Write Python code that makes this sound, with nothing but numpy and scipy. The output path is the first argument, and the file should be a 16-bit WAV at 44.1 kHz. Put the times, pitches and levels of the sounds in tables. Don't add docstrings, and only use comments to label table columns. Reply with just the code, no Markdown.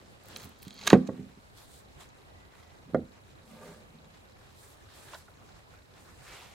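import sys
import numpy as np
from scipy import signal
from scipy.fft import rfft, irfft
from scipy.io import wavfile

SR = 44100
rng = np.random.default_rng(int(sys.argv[2]) if len(sys.argv) > 2 else 0)


def materialize(psi):
    bounded = np.clip(np.atleast_2d(psi).T, -1, 1)
    quanta = np.round(bounded * 32767).astype(np.int16)
    wavfile.write(sys.argv[1], SR, quanta)


N = 288400
LEFT_DB = -1


def amp(db):
    return 10 ** (np.asarray(db) / 20)


def rms_one(x):
    return x / np.sqrt(np.mean(x ** 2) + 1e-20)


def at_hz(points, hz):
    table_hz, values = np.transpose(points)
    return np.interp(np.log(hz), np.log(table_hz), values)


def sides(left_db):
    return amp(np.array([[.5], [-.5]]) * left_db)


def drift(rate):
    step = 40
    r = np.exp(-2 * np.pi * step * rate / SR)
    white = rng.standard_normal(N // step + 2002)
    slow = signal.lfilter([1], [1, -2 * r, r * r], white)[2000:]
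    return np.interp(np.arange(N) / step, np.arange(len(slow)), rms_one(slow))


def ring(x, hz, t60):
    r, w = amp(-60 / (t60 * SR)), 2 * np.pi * hz / SR
    return signal.lfilter([0, np.sin(w)], [1, -2 * r * np.cos(w), r * r], x + 1e-18)


def resonate(x, hz, width):
    r = np.exp(-np.pi * width / SR)
    feedback = [1, -2 * r * np.cos(2 * np.pi * hz / SR), r * r]
    return signal.lfilter(np.array([1, 0, -1]) * (1 - r * r) / 2, feedback, x)


def swells(rows):
    t, power = np.arange(N) / SR, 1e-20
    for s, rise, hold, fall, *levels_db in rows:
        before = (s - t) / max(rise, .002)
        after = (t - s - abs(hold)) / max(fall, .002)
        below = np.maximum(before, after).clip(0, 6)
        power = power + amp(2 * (np.array(levels_db)[:, None] - 20 * below))
    return np.sqrt(power)


def band_swell(rows, hz, width):
    noise = resonate(rng.standard_normal(N), hz, width)
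    return swells(rows)[0] * rms_one(resonate(noise, hz, width))


def banded_noise(spectrum, likeness, patchy_db, grain_db):
    out, together = 0, drift(9.1)
    edges = 2 ** np.arange(np.log2(spectrum[0][0]), np.log2(spectrum[-1][0]) + .3, .5)
    white = rng.standard_normal((2, 2, N)) * amp(grain_db * drift(130))
    for k, (low, high) in enumerate(zip(edges, edges[1:])):
        band = signal.butter(2, [low, high], "band", fs=SR, output="sos")
        mid, side = signal.sosfilt(band, white[k % 2])
        hz = np.sqrt(low * high)
        alike = np.clip(at_hz(likeness, hz), -1, 1)
        gain = amp(at_hz(spectrum, hz) + patchy_db * (0.62 * together + drift(9.2)))
        out = out + gain * (np.sqrt(1 + alike) * mid + np.sqrt(1 - alike) * side * [[1], [-1]])
    return rms_one(out)


def bursts(rows, width, order=1, uneven_db=0):
    out, size = np.zeros(N), SR // 10
    t = np.arange(size) / SR
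    noise = rng.standard_normal((len(rows), size))
    noise = noise * amp(uneven_db * rng.exponential(1, noise.shape).clip(0, 4))
    for (s, db, hz, t60), white in zip(rows, noise):
        fall = amp(-60 * t / max(t60, .002))
        puff = white * fall
        for _ in range(order):
            puff = resonate(puff, min(hz, 16000), width * hz)
        start = round(s * SR)
        same_energy = np.sqrt((fall ** 2).sum() / (puff ** 2).sum())
        out[start:start + size] += amp(db - 7.5) * puff * same_energy
    return out


# t/s, level/dB before the blade, f/Hz, t60/s
CRACKS = [(0.3611, -24, 4100, 0.014), (.535, -54, 3330, 0.011), (0.6275, -35.5, 3540, 0.0036),
          (0.6799, -38, 4250, 0.025), (0.7063, -34, 3624, 0.012), (.65, -44.5, 3703, .015),
          (.672, -45, 4210, 0.013), (.721, -47, 4206, 0.011), (0.7906, -38.5, 3494, 0.012),
          (.801, -46, 6280, 0.01), (0.8128, -30, 3492, 0.009), (0.8294, -40, 3557, 0.011),
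          (.848, -38.5, 3325, .012), (0.8678, -21.5, 3480, 0.04), (0.8737, -8, 3000, 0.016),
          (.8745, -13, 6600, .02), (0.8755, -18, 1915, 0.02), (0.8864, -29.5, 2970, 0.035),
          (0.8992, -25, 4500, 0.02), (0.9015, -13, 3211, 0.015), (0.903, -21.5, 1500, 0.045),
          (0.9295, -15.5, 1960, 0.03), (.938, -31, 1600, .09), (1.074, -37.5, 4900, 0.018),
          (2.089, -50, 6280, 0.02), (2.9462, -39.5, 3220, 0.0095), (3.4765, -52, 3000, 0.019),
          (4.0427, -55, 3510, 0.047)]
UNEVEN_DB = 3
# t/s, level/dB before the blade
SHEAR = [(.2, -80), (.37, -61), (.45, -61.5), (.5, -77.5), (.76, -58), (.81, -54.5), (.865, -46),
         (.922, -44), (.97, -88.5)]
FIBRES_PER_S = 1500
# f/Hz, width f/Hz, level/dB against each other
BLADE = [(700, 310, 4.5), (1222, 132, 8), (1600, 190, -1.5), (2190, 160, 1.5), (2550, 350, -3.5),
         (2940, 92, -10.5), (3169, 86, -1), (3370, 130, -2), (3733, 230, -4), (4370, 690, -3.5),
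         (5000, 170, -18.5), (6210, 200, -7.5), (6540, 690, -4.5), (7000, 150, -9), (7550, 120, -15),
         (9360, 253, -17)]
BLADE_DB, BLADE_WAVER_DB, BLADE_WAVERS_PER_S = 7.5, 1.5, 25
# t/s, level/dB
TICKS = [(.237, -47), (0.2576, -43), (0.276, -49), (0.2848, -37), (0.37, -31.5), (0.398, -43),
         (0.4026, -47), (0.418, -41), (0.4304, -37), (0.4435, -35), (0.453, -38), (0.492, -43), (.588, -50),
         (0.622, -38.5), (0.63, -32.5), (.6405, -45.5), (0.6504, -44), (0.68, -41), (0.741, -42.5),
         (0.868, -25), (0.871, -27)]
TICK_HZ, TICK_T60_S = 15510, 0.012
# t/s, level/dB, f/Hz, t60/s
HANDLES = [(5.132, -33.5, 1024, 0.073), (5.1335, -41, 2680, 0.024), (5.146, -33.5, 1420, 0.04),
           (5.144, -38, 3740, 0.038), (5.1445, -42, 4850, .02), (5.146, -36, 558, 0.029),
           (5.2805, -41, 1320, 0.029), (5.282, -47, 583, 0.057), (5.489, -49, 1383, 0.049),
           (5.737, -48, 1306, 0.066)]


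def loppers():
    shear_db = np.interp(np.arange(N) / SR, *np.transpose(SHEAR))
    sizes = amp(4.5 * rng.exponential(1, N).clip(0, 4)) * rng.choice([-1, 1], N)
    fibres = (rng.random(N) < FIBRES_PER_S / SR) * sizes
    fibres = resonate(resonate(fibres, 4000, 4100), 4000, 4100)
    cracks = bursts(CRACKS, width=0.61, uneven_db=UNEVEN_DB)
    driven = cracks + amp(shear_db) * rms_one(fibres)
    blade = 0
    for k, (hz, width, db) in enumerate(BLADE):
        gain = amp(db + BLADE_WAVER_DB * drift(BLADE_WAVERS_PER_S))
        blade = blade + gain * resonate(driven, hz, width) * (-1) ** k
    ticks = bursts([(s, db, TICK_HZ, TICK_T60_S) for s, db in TICKS], width=0.538)
    knocks = bursts(HANDLES, width=0.29, order=2)
    return cracks * 0.59 + amp(BLADE_DB) * blade + ticks + knocks


# t/s, level/dB of the push, contact/ms,
# extra level/dB into the deep planks, extra level/dB into the frame, left-right level/dB
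BLOWS = [(0.442, -40.5, 5.2, 5.5, 12, -5), (0.666, -42.5, 3, 12, -5.5, -5),
         (0.9215, -41, 2.2, 19, 7, -11.5), (0.93, 2, 0.53, -0.5, -2.5, -3.5),
         (0.9348, -8.5, 3.2, 3.5, 4.5, -2.5), (0.9532, -15, 1.1, 0, -4, -5), (0.968, -16.5, 2.3, 7, -6, -1),
         (1.02, -41, 3.1, 6, 3, -4), (1.0883, -25, 0.84, 3.5, 2, -3), (1.092, -24, 0.67, -21, -22, -3.5),
         (1.111, -53, 2.3, 7, 11, -8.5), (1.131, -50, 2, 17, 2, -12), (1.165, -45, 2.9, 9, 2, -5),
         (1.193, -40.5, 2.1, 17.5, 9.5, -3), (1.205, -40.5, 2.2, 0, 14, -6),
         (1.229, -42.5, 3.2, 10, -2, -7), (1.262, -48, 3.1, 15.5, 10, -6), (1.295, -51, 3.4, 14, 13, -2),
         (1.372, -50, 2.5, 12, 12, -2.5), (2.847, -62, 2.4, -2.5, 32, -1.5), (2.877, -49, 2.7, 14, 13, -2),
         (2.899, -48, 1.4, -6, -3, -3), (2.935, -43.5, 0.67, 24.5, 4, -5), (2.946, -15, 0.71, -8, -1.4, -4),
         (2.958, -31.5, 2.36, 7.5, -5, -3), (2.975, -50.5, 1.5, 21, -11, -3), (2.992, -29, 2, -10, 9, -3),
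         (3.026, -41, 2.6, 3.5, 10, -4), (3.936, -49, 2, 11, 16.5, -1)]
RATTLE_DB, RATTLE_T60_S, RATTLE_HZ = -34, .1, 2500
# peak t/s, rise t/s, hold t/s, fall t/s,
# level/dB, extra level/dB into the deep planks; rise and fall span 20 dB
RUB = [(0.001, 0.063, 0.054, 0.017, -51.5, 2.5), (0.373, 0.15, .005, 0.042, -43.5, 9),
       (0.44, 0.045, 0.038, 0.02, -45.5, 10), (0.77, 0.26, 0.11, 0.017, -58, 17),
       (0.858, 0.0057, 0.064, 0.016, -29.5, 0), (1.135, .05, 0.047, 0.098, -43.5, 12.5),
       (1.249, .05, 0.054, 0.2, -57, 12.5), (3.536, 0.25, 0.066, 0.084, -55, 6.5),
       (3.492, 0.11, 0.044, 0.11, -48.5, 12.5), (3.637, 0.19, 0.052, 0.13, -36.5, 6),
       (3.775, 0.14, 0.014, 0.095, -65, 5), (4.052, 0.37, 0.02, 0.015, -53.5, 10)]
RUB_PER_S = 1200
# f/Hz, width f/Hz, level/dB
SCRAPE = [(997, 570, 1.5), (2300, 1100, -1)]
SCRAPE_DB = 27
# f/Hz, level/dB at the cut, level/dB where the piece lands,
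# level/dB under the dragged branch, t60/s before the limit below
PLANKS = [(82.34, -10.5, -11.5, -27, .2), (140, -19, -15.5, -20.5, 0.13), (163.1, -20, -18, -15.5, 0.27),
          (195.2, -18, -19.5, -22, 0.36), (225.5, -21, -11, -15, 0.35), (253.4, -19, -14, -21.5, 0.3),
          (327, -24.5, -19, -24, 0.28), (372.1, -14, -15, -25, 0.14), (414.6, -16, -32, -9, .14),
          (480, -19, -7.5, -9, 0.15), (522, -16.5, -6.5, -9, 0.14), (563, -26, -21, -13, 0.15),
          (599, -23.5, -11, -6.5, 0.073), (685, -24.5, -8.5, -17, 0.069), (710, -24.5, -9, -20, 0.063),
          (767, -26.5, -14, -14, 0.093), (820, -21, -37, -22, 0.021), (885, -22.5, -26, -8.5, 0.051),
          (977, -34, -31, -21, 0.084), (1092, -8, -17, -14, 0.016), (1191, -34, -16.5, -8, 0.041),
          (1443, -25, -13, -16, 0.053), (1530, -20.5, -23, -13.5, 0.05), (1640, -24, -14, -10, 0.025),
          (1885, -14.5, -11.5, -21, .05), (2060, -21, -8, -16.5, 0.044), (2300, -28.5, -30, -31, 0.018)]
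THUDS = [(425, 6.5, 9.5, -15.5, 0.014), (185.2, 0.5, -2.5, -17, 0.027), (1190, -8.5, -5.5, -16, 0.0077),
         (1800, -21, -6, -27, 0.013)]
LONGEST_RING_CYCLES = 70
FRAME_HZ, DEEP_HZ = 185, 320
RADIATES_ABOVE_HZ = 140
TOSSED_S, DRAGGED_S = 2.5, 3.3
WOOD_RESTS_S = 4.6


def planks():
    frame, deep, high = np.zeros((3, 2, N + SR))
    t = np.arange(SR // 8) / SR
    dull = signal.butter(1, RATTLE_HZ, fs=SR)
    rattles = signal.lfilter(*dull, rng.standard_normal((len(BLOWS), len(t))))
    rattles = rattles * amp(RATTLE_DB - 60 * t / RATTLE_T60_S)
    for (s, db, contact_ms, deep_db, frame_db, left_db), force in zip(BLOWS, rattles):
        force[0] = 1
        push = np.hanning(max(round(contact_ms * SR / 1000), 1) + 2)
        force = amp(db) * sides(left_db) * np.convolve(force, push / push.sum())
        start = round(s * SR)
        at = slice(start, start + force.shape[1])
        high[:, at] += force
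        deep[:, at] += amp(deep_db) * force
        frame[:, at] += amp(frame_db) * force

    strokes = [(*shape, db, db + deep_db, db + SCRAPE_DB - 2 * deep_db) for *shape, db, deep_db in RUB]
    rub, rub_deep, rasp = swells(strokes)
    slips = (rng.random(N) < RUB_PER_S / SR) * rng.standard_normal(N)
    slips = amp(-18.0) * slips * sides(LEFT_DB)
    busy = int(WOOD_RESTS_S * SR)
    frame = (frame[:, :N] + rub_deep * slips)[:, :busy]
    deep = (deep[:, :N] + rub_deep * slips)[:, :busy]
    high = (high[:, :N] + rub * slips)[:, :busy]

    place = np.searchsorted([TOSSED_S, DRAGGED_S], np.arange(busy) / SR)
    sound = 0
    for body in (PLANKS, THUDS):
        for k, (hz, *place_db, t60) in enumerate(body):
            force = frame if hz < FRAME_HZ else deep if hz < DEEP_HZ else high
            mode = ring(amp(place_db)[place] * force, hz, min(t60, LONGEST_RING_CYCLES / hz))
            sound = sound + mode * (-1) ** k
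    sound = np.pad(sound, [(0, 0), (0, N - busy)])
    for hz, width, db in SCRAPE:
        sound = sound + amp(db) * resonate(rasp * slips, hz, width)
    radiate = signal.butter(3, RADIATES_ABOVE_HZ, "high", fs=SR, output="sos")
    return signal.sosfilt(radiate, sound)


# peak t/s, rise t/s, hold t/s, fall t/s,
# swish level/dB, hiss level/dB; rise and fall span 20 dB
RUSTLE = [(.318, 0.13, 0.13, 0.096, -54.5, -62), (.628, 0.013, .001, 0.61, -84, -71),
          (.85, 0.14, 0.07, 0.12, -51.5, -61), (1.072, 0.017, 0.00095, 0.015, -53, -80),
          (1.578, 0.03, 0.013, 0.13, -63.5, -57.5), (1.768, 0.32, 0.033, 0.032, -74, -59),
          (2.008, 0.039, 0.012, 0.057, -52, -59.5), (2.59, 1, 0.012, 0.58, -71, -81),
          (3.5, 0.066, 0.02, 0.13, -71.5, -65), (3.66, 0.15, 0.068, 0.13, -71, -62.5),
          (4.4, 0.14, 0.089, 0.14, -68.5, -76), (4.59, 0.1, 0.073, 0.25, -79, -61.5),
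          (4.96, 0.12, 0.23, 0.063, -63, -61.5), (5.135, 0.084, 0.011, 0.037, -48, -69),
          (5.49, 0.2, 0.028, 0.14, -67, -76), (5.74, 0.11, 0.0055, 0.048, -66.5, -84),
          (5.97, 0.11, 0.13, 0.083, -65, -70.5), (6.29, 0.23, 0.046, 0.44, -55, -58)]
# f/Hz, level/dB per Hz
SWISH = [(240, -49), (400, 1.5), (456, -4.5), (521, -0.5), (686, 1), (1260, 1.5), (1460, 2.5), (1600, 0),
         (7000, -10.5), (9100, -38.5), (15400, -120)]
# f/Hz, level/dB per Hz
HISS = [(2350, -29.5), (4000, 2), (5100, -9), (6660, 5), (7980, 1), (9720, -7), (14200, 0.5),
        (16000, -11.5)]
# f/Hz, likeness (1 = the same, 0 = unrelated)
RUSTLE_LIKENESS = [(60, 0.78), (180, 0.4), (550, 1), (1650, 0.53), (4970, 0.083), (15000, 0.34)]
STIR_SWISH_DB, STIR_HISS_DB = -65, -75
STIR_SWING_DB, STIR_PER_S = 1.5, 4


def rustle():
    stir_db = np.array([[STIR_SWISH_DB], [STIR_HISS_DB]]) + STIR_SWING_DB * drift(STIR_PER_S)
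    swish, hiss = swells(RUSTLE) + amp(stir_db)
    low = swish * banded_noise(SWISH, RUSTLE_LIKENESS, patchy_db=2.0, grain_db=1.5)
    return low + hiss * banded_noise(HISS, RUSTLE_LIKENESS, patchy_db=1.5, grain_db=1.0)


# peak t/s, rise t/s, hold t/s, fall t/s, level/dB
BRUSH = [(6.27, 0.052, 0.14, 0.3, -56)]
BRUSH_HZ, BRUSH_WIDTH_HZ = 2120, 2100


def brush():
    return band_swell(BRUSH, BRUSH_HZ, BRUSH_WIDTH_HZ)


# f/Hz, level/dB per Hz
AIR = [(13, -41), (22, -17.5), (56, -2.5), (87, -1), (211, -9.5), (710, -12.5), (2900, -25), (4140, -30),
       (4630, -37.5), (8490, -40), (12500, -35.5), (14300, -37.5), (16000, -56)]
AIR_DB = -55.5
# f/Hz, likeness (1 = the same, 0 = unrelated, below 0 = opposed)
LIKENESS = [(60, 1), (180, -0.037), (550, -0.12), (1650, -0.96), (4970, -0.5), (15000, -0.49)]


def air():
    return amp(AIR_DB) * banded_noise(AIR, LIKENESS, patchy_db=1.6, grain_db=0.15)


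# peak t/s, rise t/s, hold t/s, fall t/s, level/dB
WHINE = [(2.3, 0.35, .45, 0.13, -73.5)]
WHINE_HZ, WHINE_WIDTH_HZ = 1970, 150


def whine():
    return band_swell(WHINE, WHINE_HZ, WHINE_WIDTH_HZ)


# f/Hz, level/dB, t60/s
MOTOR = [(3860, -65, 0.022), (4060, -61, 0.019)]
TICK_STEPS = [0, 3, 5, 7]
STEP_S, PATTERN_STEPS, MOTOR_START_S = 1.001 / 60, 9, 0.00032


def motor():
    patterns = np.arange(N // round(PATTERN_STEPS * STEP_S * SR) + 1)
    steps = (patterns[:, None] * PATTERN_STEPS + TICK_STEPS).ravel()
    at = np.round((steps * STEP_S + MOTOR_START_S) * SR).astype(int)
    at = at[at < N]
    clicks = np.zeros(N)
    clicks[at] = amp(1.5 * rng.standard_normal(len(at)))
    return sum(amp(db) * ring(clicks, hz, t60) for hz, db, t60 in MOTOR)


ECHO_DB, ECHO_T60_S, ECHO_HZ = -32.5, 0.6, 3496


def echoes(x):
    t = np.arange(SR // 3) / SR
    fade = amp(-60 * t / ECHO_T60_S) * np.minimum(t / 0.0031, 1)
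    tail = rng.standard_normal((2, len(t))) * fade
    tail = signal.sosfilt(signal.butter(1, ECHO_HZ, fs=SR, output="sos"), tail)
    tail = tail / np.sqrt((tail ** 2).sum() / 2)
    return amp(ECHO_DB) * signal.fftconvolve(x[None], tail, axes=1)[:, :N]


TOOL_LEFT_DB, RIGHT_LAG_S = -3, 1.3e-5


def scene():
    tool, table = loppers(), planks()
    hz = np.arange(N // 2 + 1) * SR / N
    late = irfft(rfft(tool) * np.exp(-2j * np.pi * hz * RIGHT_LAG_S), N)
    near = np.array([tool, late]) * sides(TOOL_LEFT_DB) + table
    around = rustle() + brush() + air() + whine() + motor()
    return near + around * sides(LEFT_DB) + echoes(tool + table.mean(axis=0))


OVERLOAD, KNEE, LOPSIDED = 1, 4, .12
CUTOFF_HZ = 15850


def record(dry):
    bent = dry / (1 + np.abs(dry / OVERLOAD) ** KNEE) ** (1 / KNEE)
    low = signal.butter(2, [20, 120], "band", fs=SR, output="sos")
    bent = bent + LOPSIDED * signal.sosfilt(low, bent ** 2)
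    return signal.sosfilt(signal.ellip(10, .5, 70, CUTOFF_HZ, fs=SR, output="sos"), bent)


dry = scene()
out = record(dry)
materialize(out)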